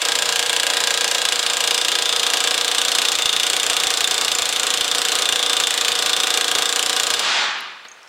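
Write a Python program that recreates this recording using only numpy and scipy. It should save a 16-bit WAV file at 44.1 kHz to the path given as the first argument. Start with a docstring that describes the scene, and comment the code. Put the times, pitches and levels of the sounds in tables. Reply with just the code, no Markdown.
"""An air hammer pounds a socket on a rusted suspension bolt under a car, about 29 blows a second.
Each blow is a burst of noise for the crack, fading tones for the steel and a low clang in the chassis.
Panels rattle, spent air puffs out, and fading noise makes the garage's echo. Gain control holds it all down,
so a last rush of air and the echo swell when the piston stalls.
Then come light clinks and a dull bump as the tool is lifted off."""
import sys
import numpy as np
from scipy import signal
from scipy.fft import rfft, irfft
from scipy.io import wavfile
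from scipy.ndimage import uniform_filter1d, minimum_filter1d

SR = 44100
rng = np.random.default_rng(int(sys.argv[2]) if len(sys.argv) > 2 else 0)


def to_wav(s):
    """Save 16-bit WAV."""
    ch = np.atleast_2d(s).T  # columns
    pcm = np.round(np.clip(ch, -1, 1) * 32767)  # PCM
    wavfile.write(sys.argv[1], SR, pcm.astype(np.int16))


N = 356560

# Background hiss of the workshop. Each row: frequency in Hz, relative level in dB per Hz.
SHOP_SPECTRUM = [(30, -6.5), (100, -17.5), (400, -3.5), (1300, 2.5), (3700, -6), (8000, -17.5),
                 (15000, -30.5)]
SHOP_LEVEL_DB = -66
# How long the garage echoes. Each row: frequency in Hz, time to fade by 60 dB in seconds.
GARAGE_FADE = [(50, .5), (200, 1.2), (500, 0.7), (1200, 0.87), (2500, 0.9164), (4000, 0.7678),
               (7000, 0.6078), (10000, .5), (15000, 0.01)]
# How strongly the garage echoes. Each row: frequency in Hz, echo level in dB.
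GARAGE_LEVEL = [(150, 2), (500, -1.5), (1200, 2), (2500, -3), (4000, -4), (7000, -6), (10000, -9.5),
                (15000, 2)]
# Difference between the two microphone ports. Each row: frequency in Hz, side minus mid in dB.
PORT_DIFFERENCE = [(50, -20.5), (150, -33), (350, -44.5), (1500, -88.5), (3000, -60), (4500, -21.5),
                   (7000, -13.5), (15000, -13.5)]
# Dull low thumps under the hammering. Each row: time in seconds, level in dB.
LOW_THUMPS = [(3.254, -18), (3.365, -24), (3.7, -23), (3.865, -22), (4.01, -27), (4.418, -19), (4.81, -19),
              (5.29, -20), (5.326, -20), (5.915, -24), (6.557, -26)]
# Colour of the body panels' chatter. Each row: frequency in Hz, relative level in dB per Hz.
PANEL_SPECTRUM = [(30, 1.5), (85, -13), (170, -11.5), (230, -17), (370, -4), (500, 1.5), (900, -4),
                  (1400, -4.5), (2200, -2.5), (4000, -10), (9000, -21.5)]
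# Colour of the spent air. Each row: frequency in Hz, relative level in dB per Hz.
EXHAUST_SPECTRUM = [(30, -2.5), (300, -1), (1500, 1), (3000, -4.5), (4500, 2.5), (7000, -8.5), (10000, -14),
                    (16000, -23)]
# Air rushing out once the piston stalls, until the valve shuts. Each row: time in seconds, level in dB.
VENT_LEVEL = [(7.16, -52), (7.24, -27.5), (7.31, -30), (7.38, -32), (7.44, -36.5), (7.52, -57)]
# Colour of that rush of air. Each row: frequency in Hz, relative level in dB per Hz.
VENT_SPECTRUM = [(30, -47.5), (300, -17), (900, -2.5), (2400, -1.5), (3600, 0), (7000, -12), (10000, -31),
                 (16000, -53)]
# The loose bit and socket knock as the tool is lifted.
# Each row: time in seconds, level in dB, ring in Hz, its 60 dB fade in seconds, relative tick level in dB.
LIFT_CLINKS = [(7.448, -66.5, 12500, .01, 2.5), (7.584, -67, 11400, 0.0093, 0),
               (7.606, -61, 10040, 0.043, 11), (7.885, -54.5, 6490, 0.042, -1.5),
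               (7.916, -52, 6470, 0.039, -18), (7.945, -65, 6450, 0.039, -11),
               (8.03, -67.5, 5510, 0.041, 6), (8.075, -64.5, 5420, 0.038, -2)]
# The tool's body bumps the suspension arm. One row: time in seconds, level in dB.
BODY_BUMP = (7.847, -28)
# Colour of the bump. Each row: frequency in Hz, relative level in dB per Hz.
BUMP_SPECTRUM = [(100, -13), (600, -5), (1500, -1), (2800, -3), (4400, -2.5), (5500, -21), (12000, -34.5)]

# Piston speed, sagging and recovering as the hand leans on the tool.
# Each row: time in seconds, blows per second.
PISTON_RATE = [(0.0, 29.32), (0.96, 29.16), (1.48, 28.16), (1.65, 28.75), (2.32, 28.73), (3.08, 29.95),
               (3.31, 27.75), (3.52, 30.6), (3.84, 28.92), (4.08, 29.33), (4.68, 28.04), (5.08, 29.5),
               (5.3, 29.11), (6.05, 28.01), (6.2, 28.89), (6.62, 28.13), (6.76, 29.69), (7.15, 28.41)]
FIRST_BLOW_S, TRIGGER_OFF_S = 0.0174, 7.15
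# The piston's last, slow stroke on the air left in the tool. One row: time in seconds, change of force in dB.
LAST_STROKE = (7.1935, -6.5)
# Spells in which the tool bounces and limps, long-short.
# Each row: start in seconds, end in seconds, milliseconds by which even blows come late and odd ones early.
LIMP_SPELLS = [(1.57, 3.03, 0.4456), (4.0, 4.33, -0.886), (5.55, 6.68, -.75)]
# Spells in which the bit sits squarely on the socket and lets it ring.
# Each row: start in seconds, end in seconds, dB added to the socket's long note.
SQUARE_SPELLS = [(1.69, 2.17, 8), (2.17, 2.65, 4.5), (2.65, 3.17, 4.5), (3.17, 3.46, 10), (3.46, 4.1, 4.5),
                 (4.1, 5.15, 1.5), (5.2, 5.6, 9.5), (5.6, 6.7, 6.5), (6.7, 7.2, -0.5)]
SPELL_EDGE_S = .06  # the tool slides into and out of a spell
# Blows that stand out, landing hard or glancing off.
# Each row: time in seconds, extra dB in the socket's long note, in the bit, in the knuckle.
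BLOW_ACCENTS = [(0.598, 5, -2, -1), (0.735, 6, -6, -1), (0.872, 5, -6, 1), (1.252, 5, -6, 1),
                (1.322, 5, -1, 1), (1.463, 5, -6, -1), (1.534, -3, 4, 1), (1.569, -3, 5, 0),
                (1.639, 5, -4, 0), (2.024, -3, 6, 1), (2.301, -4, 4, 1), (2.646, -4, 3, 1),
                (2.714, 3, -4, 3), (2.782, 2, 0, 4), (2.849, -2, 5, -2), (2.882, -6, -4, 1),
                (2.985, 2, -4, 4), (3.051, 4, -4, 1), (3.085, 4, -2, 0), (3.118, -6, 2, -2),
                (3.221, 1, 6, -1), (3.329, -3, -3, 4), (3.433, -2, -3, 4), (3.499, -5, 5, -2),
                (3.565, -6, -1, -2), (3.598, 3, 0, 4), (3.632, -6, 4, 2), (3.664, -1, 6, 1),
                (3.699, 2, -4, 0), (3.767, 4, -2, -2), (3.836, 4, 2, -2), (3.972, -6, 4, -4),
                (4.043, 5, -1, 1), (4.076, -6, 5, 5), (4.279, 6, -4, -1), (4.317, 5, -5, -1),
                (4.35, -4, 5, -1), (4.422, 6, 3, 2), (4.491, 5, 4, 3), (4.597, -4, 6, -1),
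                (4.632, -4, 3, -1), (4.809, 8, 1, 1), (4.88, 3, 5, 3), (4.914, 5, -1, 1), (5.017, -4, 4, 0),
                (5.051, 4, 2, 4), (5.187, -5, 0, -2), (5.532, -1, 4, -4), (5.6, -6, 4, 4),
                (5.637, 3, -4, 2), (5.67, 0, 4, -4), (5.74, -6, 5, -4), (5.81, -6, 1, 0),
                (5.882, -4, -4, -4), (6.132, 3, -4, 0), (6.166, 2, -4, -1), (6.235, 2, 4, -4),
                (6.269, -6, 1, -4), (6.374, -4, -1, -4), (6.411, 3, -2, 4), (6.444, -6, -3, -4),
                (6.514, -6, 5, 4), (6.585, -5, 2, -4), (6.827, -1, 5, -4), (6.965, 6, -6, 1),
                (7.033, 4, 5, -1), (7.068, 2, 4, 1), (7.138, 9, -6, 2)]
LATE_DB_PER_MS = 1.5  # a late blow has had a longer stroke and rings the socket's long note harder
BIT_LOSS_PER_DB = 0.416  # dB the bit loses for each dB of sitting squarely
# Tones of the suspension arm and body panels.
# Each row: frequency in Hz, relative dB while loose, relative dB once seated, 60 dB fade in seconds.
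CHASSIS_MODES = [(176, -34, -22, 0.056), (291.8, -11, -6, 0.0746), (349.3, -19, -14, 0.077),
                 (424.1, -15.5, -4, 0.069), (470.15, -1, -0.5, 0.157), (489.2, -1, -0.5, 0.1003),
                 (550.4, -6.5, -8, 0.16), (612.4, -5, -8, .1), (689.6, -7, -7, 0.15),
                 (738.7, -3, -1.5, .12), (759.46, -15.5, -2.5, 0.114), (821.3, -4, -9, 0.081),
                 (943.4, -6.5, -12, 0.105), (1002.1, -4, -5.5, .1), (1095.9, -7, -2.5, 0.127),
                 (1182.8, -14, -1, 0.071), (1228.3, -14.5, -4.5, .09), (1248.2, -5.5, -1.5, 0.094),
                 (1319.3, -8.5, -10.5, 0.1), (1426.8, -20, -4, 0.093), (1484.5, -12, -2.5, 0.089)]
# Rise and fall of the steering knuckle's ring. Each row: time in seconds, relative level in dB.
KNUCKLE_SWELL = [(0, 2.5), (.7, 4), (1.6, 1.5), (2.05, -0.5), (2.5, 1), (3.2, -9.5), (3.75, -7),
                 (4.05, -3.5), (4.3, -9), (4.6, -4.5), (5.2, -4), (5.45, 2.5), (5.7, -8.5), (6.4, 2),
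                 (7.15, -1)]
CLANG_SHARE = 0.33  # dB of chassis clang for each dB of the knuckle's swell
# Tones of the steering knuckle. Each row: frequency in Hz, relative level in dB, 60 dB fade in seconds.
KNUCKLE_MODES = [(1622, 0, 0.09), (1660, -1, 0.035)]
# Tones of the hammer's bit. Each row: frequency in Hz, relative level in dB, 60 dB fade in seconds.
BIT_MODES = [(7081, -0.5, 0.0112), (7394, -3, 0.0167)]
# The stretch over which the socket is driven home. One row: start in seconds, end in seconds.
SEATING_SPAN = (1.225, 3.27)
# Tones of the socket.
# Each row: frequency in Hz, relative dB while loose, relative dB once seated, 60 dB fade in seconds.
SOCKET_MODES = [(2400, -3.5, -21, 0.024), (2680, -12, -8, 0.0185), (2854.5, 0, -4, .06),
                (3221.5, -4, -4.5, 0.0367), (3287, 1, -2.5, 0.038), (3586, -3, 2, 0.0145),
                (3815.6, -1.5, -3.5, 0.055), (3930, -10, -12.5, 0.035), (4256, -14, -24.5, .04),
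                (4530, 1.5, -12.5, 0.0294), (4928, -3, -9.5, 0.0466), (5039, -2, -35, 0.023),
                (5466, -4.5, -27, 0.021)]
# The socket's long, clear ring. One row: frequency in Hz, 60 dB fade in seconds.
LONG_NOTE = (3550, .14)
# Colour of the crack of steel on steel. Each row: frequency in Hz, relative level in dB per Hz.
CRACK_SPECTRUM = [(30, -30.5), (200, -30), (700, -15), (1200, -9), (2100, -7), (2600, -2), (3300, 1.5),
                  (4300, -2), (5000, -4.5), (5800, -6), (8200, -5.5), (10000, -13), (12500, -22),
                  (14000, -22.5), (16000, -37.5)]
BOUNCE_GAP_S = .0018  # mean time between the socket's rebounds
EDGE_HZ = 15950  # upper band limit of the recorder


def gain_of(db):
    """Turns decibels into amplitude."""
    return 10 ** (np.asarray(db) / 20)


def unit(x):
    """Scales a response to energy 1."""
    return x / np.sqrt(np.sum(x ** 2) + 1e-20)


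def read(points, hz):
    """Reads a table between its rows, with frequency on a log scale."""
    f, value = np.transpose(points)
    return np.interp(np.log(hz + 1), np.log(f + 1), value)


def seconds(length):
    """Gives the time of each sample over a length in seconds."""
    return np.arange(int(length * SR)) / SR


def fading(t, t60):
    """An amplitude that falls by 60 dB in t60 seconds, as in a damped vibration."""
    return np.exp(-np.log(1000) * t / t60)


def through(x, response):
    """Passes a sound through a response, so each sample sets it off anew."""
    return signal.oaconvolve(x, response)[:len(x)]


def colour(x, spectrum, size=2048):
    """Filters a sound to a spectrum, with the filter's energy as early as it can be."""
    hz = abs(np.fft.fftfreq(size, 1 / SR))
    log_gain = np.log(gain_of(read(spectrum, hz)))
    response = np.fft.ifft(np.exp(np.conj(signal.hilbert(log_gain)))).real
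    return through(x, response)


def voiced(x, spectrum):
    """Colours a white sound and keeps its power."""
    filter_size = np.linalg.norm(colour(signal.unit_impulse(2048), spectrum))
    return colour(x, spectrum) / filter_size


def burst(t60, rise_s=0.00063, size=8192):
    """Countless close tones dying together, roughly even in spectrum; the contact takes a moment to build."""
    t = np.arange(size) / SR
    fade = fading(t, t60)
    z = rfft(rng.standard_normal(size) * fade)
    even = irfft(z / (abs(z) + 1e-12))
    return unit(even * np.sqrt(fade) * (1 - np.exp(-t / rise_s)))


def rattle(hits, t60, rise_s):
    """After each blow loose parts chatter: a fresh, dying spray of tiny contacts, made of noise."""
    t = seconds(.25)
    shape = unit((1 - np.exp(-t / rise_s)) * fading(t, t60))
    power = abs(through(hits ** 2, shape ** 2))
    return np.sqrt(power) * rng.standard_normal(N)


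def ring(modes):
    """The response of a few damped tones of struck metal, added up."""
    t = seconds(.25)
    tones = [gain_of(db) * unit(np.cos(2 * np.pi * hz * t) * fading(t, t60)) for hz, db, t60 in modes]
    return unit(sum(tones))


def seating_ring(hits, modes):
    """Rings tones whose balance shifts as the socket is driven home; neighbours swing in opposite senses."""
    seated = np.interp(np.arange(N) / SR, SEATING_SPAN, (0, 1))
    t = seconds(.25)
    hz, loose_db, seated_db, t60 = np.transpose(modes)
    shapes = np.array([(-1) ** (k + 1) * unit(np.cos(2 * np.pi * hz[k] * t) * fading(t, t60[k]))
                       for k in range(len(hz))])
    before = gain_of(loose_db) @ shapes
    after = gain_of(seated_db) @ shapes
    mixed = through(hits * (1 - seated), before) + through(hits * seated, after)
    return mixed / np.linalg.norm(after)


def restruck(hits, modes):
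    """Each landing of the bit checks the ring of the blow before and starts it afresh."""
    response = np.append(ring(modes), 0)  # silent after a full ring
    now = np.arange(N)
    last = np.maximum.accumulate(np.where(hits != 0, now, 0))
    return hits[last] * response[np.minimum(now - last, len(response) - 1)]


def carried(hits, hz, t60, jolt_rad=.6):
    """A ring that carries on from blow to blow: each blow tops it up and jolts its phase a little."""
    decay = unit(fading(seconds(.25), t60))
    swing = np.sqrt(2 * abs(through(hits ** 2, decay ** 2)))
    jolts = np.cumsum(jolt_rad * (hits != 0) * rng.standard_normal(N))
    return swing * np.cos(2 * np.pi * hz * np.arange(N) / SR + jolts)


def spells(table, times):
    """The sum of the spells that are on at each blow, with soft edges."""
    return sum(size * np.clip(np.minimum(times - start, end - times) / SPELL_EDGE_S + .5, 0, 1)
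               for start, end, size in table)


def limp_ms(times):
    """How late each blow comes while the tool bounces, in turn late and early."""
    return (-1) ** np.arange(len(times)) * spells(LIMP_SPELLS, times)


def accents(times):
    """Extra dB of each blow in the socket, the bit and the knuckle."""
    extra = np.zeros((len(times), 3))
    for s, *db in BLOW_ACCENTS:
        extra[np.argmin(abs(times - s))] = db
    return extra.T


def knuckle_level(times):
    """How strongly each blow rings the knuckle, in relative dB."""
    return np.interp(times, *np.transpose(KNUCKLE_SWELL))


def blow_times(jitter_ms=.15):
    """One blow for each cycle of the piston, a little early or late, and then the last slow stroke."""
    t = np.arange(FIRST_BLOW_S, TRIGGER_OFF_S, 1 / SR)
    cycles = np.cumsum(np.interp(t, *np.transpose(PISTON_RATE))) / SR
    times = np.interp(np.arange(int(cycles[-1]) + 1), cycles, t)
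    late_ms = limp_ms(times) + jitter_ms * rng.standard_normal(len(times))
    return np.append(times + late_ms / 1000, LAST_STROKE[0])


def strikes(times, level_db, scatter_db):
    """One impulse a blow; level_db is the train's rms before forces scatter and the last blow is changed."""
    force = gain_of(level_db + scatter_db * rng.standard_normal(len(times)))
    force[-1] *= gain_of(LAST_STROKE[1])
    train = np.zeros(N)
    train[np.round(times * SR).astype(int)] = force * np.sqrt(N / len(times))
    return train


def shop_air():
    """The workshop's steady background: coloured noise."""
    return gain_of(SHOP_LEVEL_DB) * voiced(rng.standard_normal(N), SHOP_SPECTRUM)


def echo_tail(onset_s=0.0261, order=256):
    """A spread-out echo made of noise, each band dying at its own speed."""
    t = seconds(1.4)
    hz, frame_s, z = signal.stft(rng.standard_normal(len(t)), SR, nperseg=order)
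    decay = np.log(1000) / read(GARAGE_FADE, hz)[:, None]
    level = gain_of(read(GARAGE_LEVEL, hz))[:, None]
    z = z * level * np.exp(-decay * frame_s) * np.sqrt(2 * decay / SR)
    tail = signal.istft(z, SR, nperseg=order)[1][:len(t)]
    return tail * np.minimum(t / onset_s, 1) ** 2


def garage(x, turn_hz=4.3, count=3):
    """Three noise echoes take turns at a steady rate, which blurs the echo; the room starts already full."""
    lead_in = round(20 * SR / PISTON_RATE[0][1])  # about 20 blows played ahead
    x = np.concatenate([x[:lead_in], x])
    turn = np.pi * turn_hz * np.arange(len(x)) / SR
    echoes = 0
    for k in range(count):
        share = np.sqrt(2 / count) * np.cos(turn + np.pi * k / count)
        echoes = echoes + through(x * share, echo_tail())
    return echoes[lead_in:]


def thumps(hz=68, t60=0.036):
    """Short, soft low thumps, each a quickly fading low tone."""
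    s, db = np.transpose(LOW_THUMPS)
    starts, t = np.zeros(N), seconds(.25)
    starts[np.round(s * SR).astype(int)] = gain_of(db)
    return through(starts, np.sin(2 * np.pi * hz * t) * fading(t, t60))


def panels(times, panels_db=-32.5, panel_t60=0.158):
    """The body panels chatter at every blow."""
    hits = strikes(times, panels_db, scatter_db=0.73)
    return voiced(rattle(hits, panel_t60, rise_s=0.00108), PANEL_SPECTRUM)


def exhaust(times, level_db=-40, delay_s=0.0252, width_s=0.0118):
    """Spent air puffs out of the tool between blows: noise that swells and dies."""
    puff = unit(np.exp(-((seconds(.1) - delay_s) / width_s) ** 2))
    flow = through(strikes(times, level_db, scatter_db=1.0), puff)
    return voiced(flow * rng.standard_normal(N), EXHAUST_SPECTRUM)


def vent():
    """The rush of air past the stalled piston, as turbulent noise."""
    s, db = np.transpose(VENT_LEVEL)
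    level_db = np.interp(np.arange(N) / SR, s, db, left=-150, right=-150)
    return voiced(gain_of(level_db) * rng.standard_normal(N), VENT_SPECTRUM)


def clinks(tick_t60=0.0136):
    """Light knocks: one ringing tone over a tick centred on it."""
    out, t = np.zeros(N), np.arange(8192) / SR
    for s, db, hz, t60, tick_db in LIFT_CLINKS:
        tick_spectrum = [(hz / 4, -28), (hz * 0.7, -10), (hz, 0), (hz * 1.71, -14), (hz * 3, -32)]
        tick = colour(burst(tick_t60), tick_spectrum)
        tone = np.sin(2 * np.pi * hz * t) * fading(t, t60)
        sound = tone + gain_of(tick_db) * 2 * tick / abs(tick).max()
        part = out[round(s * SR):][:len(t)]
        part += gain_of(db) * sound[:len(part)]
    return out


def bump(t60=0.081, rise_s=0.0053):
    """One dull, soft knock of the tool's body: a slow-starting burst."""
    hit = signal.unit_impulse(N, round(BODY_BUMP[0] * SR))
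    return gain_of(BODY_BUMP[1]) * voiced(through(hit, burst(t60, rise_s)), BUMP_SPECTRUM)


def clang(times, clang_db=-27.7, loose_db=-24):
    """Blows travel up the suspension arm and keep its low tones droning, stirred a little by loose parts."""
    hits = strikes(times, CLANG_SHARE * knuckle_level(times) + clang_db, scatter_db=0.5)
    loose_parts = gain_of(loose_db) * rattle(hits, t60=0.21, rise_s=0.0063)
    return seating_ring(hits + loose_parts, CHASSIS_MODES)


def rings(times, knuckle_db=-30, note_db=-33.3, socket_db=-27.0, bit_db=-25, socket_share=0.675):
    """Rings of knuckle, socket and bit: sitting squarely, the bit rings the socket more and itself less."""
    square_db = spells(SQUARE_SPELLS, times)
    in_socket, in_bit, in_knuckle = accents(times)
    on_socket = square_db + in_socket + LATE_DB_PER_MS * limp_ms(times)
    knuckle_hits = strikes(times, knuckle_level(times) + in_knuckle + knuckle_db, scatter_db=1.2)
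    note_hits = strikes(times, on_socket + note_db, scatter_db=1.0)
    # the socket's other tones take only a share of these changes
    socket_hits = strikes(times, socket_share * on_socket + socket_db, scatter_db=0.5)
    bit_hits = strikes(times, bit_db + in_bit - BIT_LOSS_PER_DB * square_db, scatter_db=0.97)
    return (restruck(knuckle_hits, KNUCKLE_MODES) + carried(note_hits, *LONG_NOTE)
            + seating_ring(socket_hits, SOCKET_MODES) + through(bit_hits, ring(BIT_MODES)))


def rebounds(hits, rebound_db=-10, fade_db_per_s=600, count=6):
    """The socket bounces on the bolt after each blow, at uneven moments and ever more weakly."""
    at = np.flatnonzero(hits)
    delay = BOUNCE_GAP_S * (1 + np.arange(count) + rng.random((len(at), count)))
    size = hits[at, None] * gain_of(rebound_db - fade_db_per_s * delay)
    landing = at[:, None] + np.round(delay * SR).astype(int)
    return np.bincount(landing.ravel(), size.ravel(), N)


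def crack(times, level_db, snap_t60=0.01437, clatter_t60=0.046, clatter_db=-3, bounce_t60=0.00622,
          wander=0.674, count=6):
    """Steel on steel: a snap that shifts as the contact point wanders, rebounds, and a clatter of rust."""
    hits = strikes(times, level_db, scatter_db=0.0)
    # each blow mixes the same few bursts in its own shares
    shares = wander * rng.standard_normal((count, len(times)))
    shares[0] = 1
    shares /= np.linalg.norm(shares, axis=0)
    t = np.arange(N) / SR
    snap = sum(through(hits * np.interp(t, times, share), burst(snap_t60, rise_s=0.000259))
               for share in shares)
    bounces = rattle(rebounds(hits), bounce_t60, rise_s=0.000185)
    clatter = gain_of(clatter_db) * rattle(hits, clatter_t60, rise_s=.0003)
    return voiced(snap + bounces + clatter, CRACK_SPECTRUM)


def steel(times, crack_db=-19.6, rings_spread_db=-11):
    """The steel heard close by, and the part that reaches the room: small parts radiate rings poorly."""
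    snap, ringing = crack(times, crack_db), rings(times)
    return snap + ringing, snap + gain_of(rings_spread_db) * ringing


def ports(x, spread_t60=0.0216, size=300):
    """Two close microphone ports hear nearly the same, but for a fluttering difference, mostly treble."""
    flutter = uniform_filter1d(rng.standard_normal(N), size) * np.sqrt(size)
    spread = through(x, burst(spread_t60))
    side = colour(spread * np.sqrt(2) * np.sin(2 * flutter), PORT_DIFFERENCE)
    return np.array([x + side, x - side])


def scene(steel_echo_db=-2.8, clang_echo_db=-13, handling_echo_db=-9):
    """The hammer, the car and the room around them."""
    times = blow_times()
    close, radiated = steel(times)
    arm, handling = clang(times), clinks() + bump()
    around = panels(times) + exhaust(times) + vent()
    into_room = around + gain_of(steel_echo_db) * radiated
    into_room = into_room + gain_of(clang_echo_db) * arm + gain_of(handling_echo_db) * handling
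    echo = garage(into_room)
    return ports(close + arm + handling + thumps() + around + echo + shop_air())


def limit(x, ceiling_db, release_s, size=60, order=1):
    """Watches the level over `order` samples, a moment ahead; turns down and recovers, quickly at first."""
    level = np.sqrt(abs(uniform_filter1d((x ** 2).max(0), order)))
    peak = -minimum_filter1d(-level, 2 * size)
    over_db = np.maximum(20 * np.log10(peak + 1e-9) - ceiling_db, 1e-6)
    over_db[0] = np.median(over_db) + 2 * np.std(over_db)  # already held down by the running hammer
    fall = np.arange(N) / (release_s * SR)
    held_db = np.exp(np.maximum.accumulate(np.log(over_db) + fall) - fall)
    return x / gain_of(uniform_filter1d(held_db, size))


def record(dry, low_cut_hz=210, preamp_db=20, ceiling_db=-10, release_s=0.245):
    """The microphone's bass cut, gain control, a fast peak limiter, soft overload and the band limit."""
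    thin = signal.lfilter(*signal.butter(1, low_cut_hz, "high", fs=SR), dry)
    held = limit(thin * gain_of(preamp_db), ceiling_db, release_s, order=220)
    held = limit(held, ceiling_db=-3, release_s=.005, size=64)
    rounded = held / (1 + (held / .7) ** 6) ** (1 / 6)
    band_limit = signal.firwin(301, EDGE_HZ, window=("kaiser", 9), fs=SR)
    return signal.oaconvolve(rounded, band_limit[None], "same")


dry = scene()
out = record(dry)
to_wav(out)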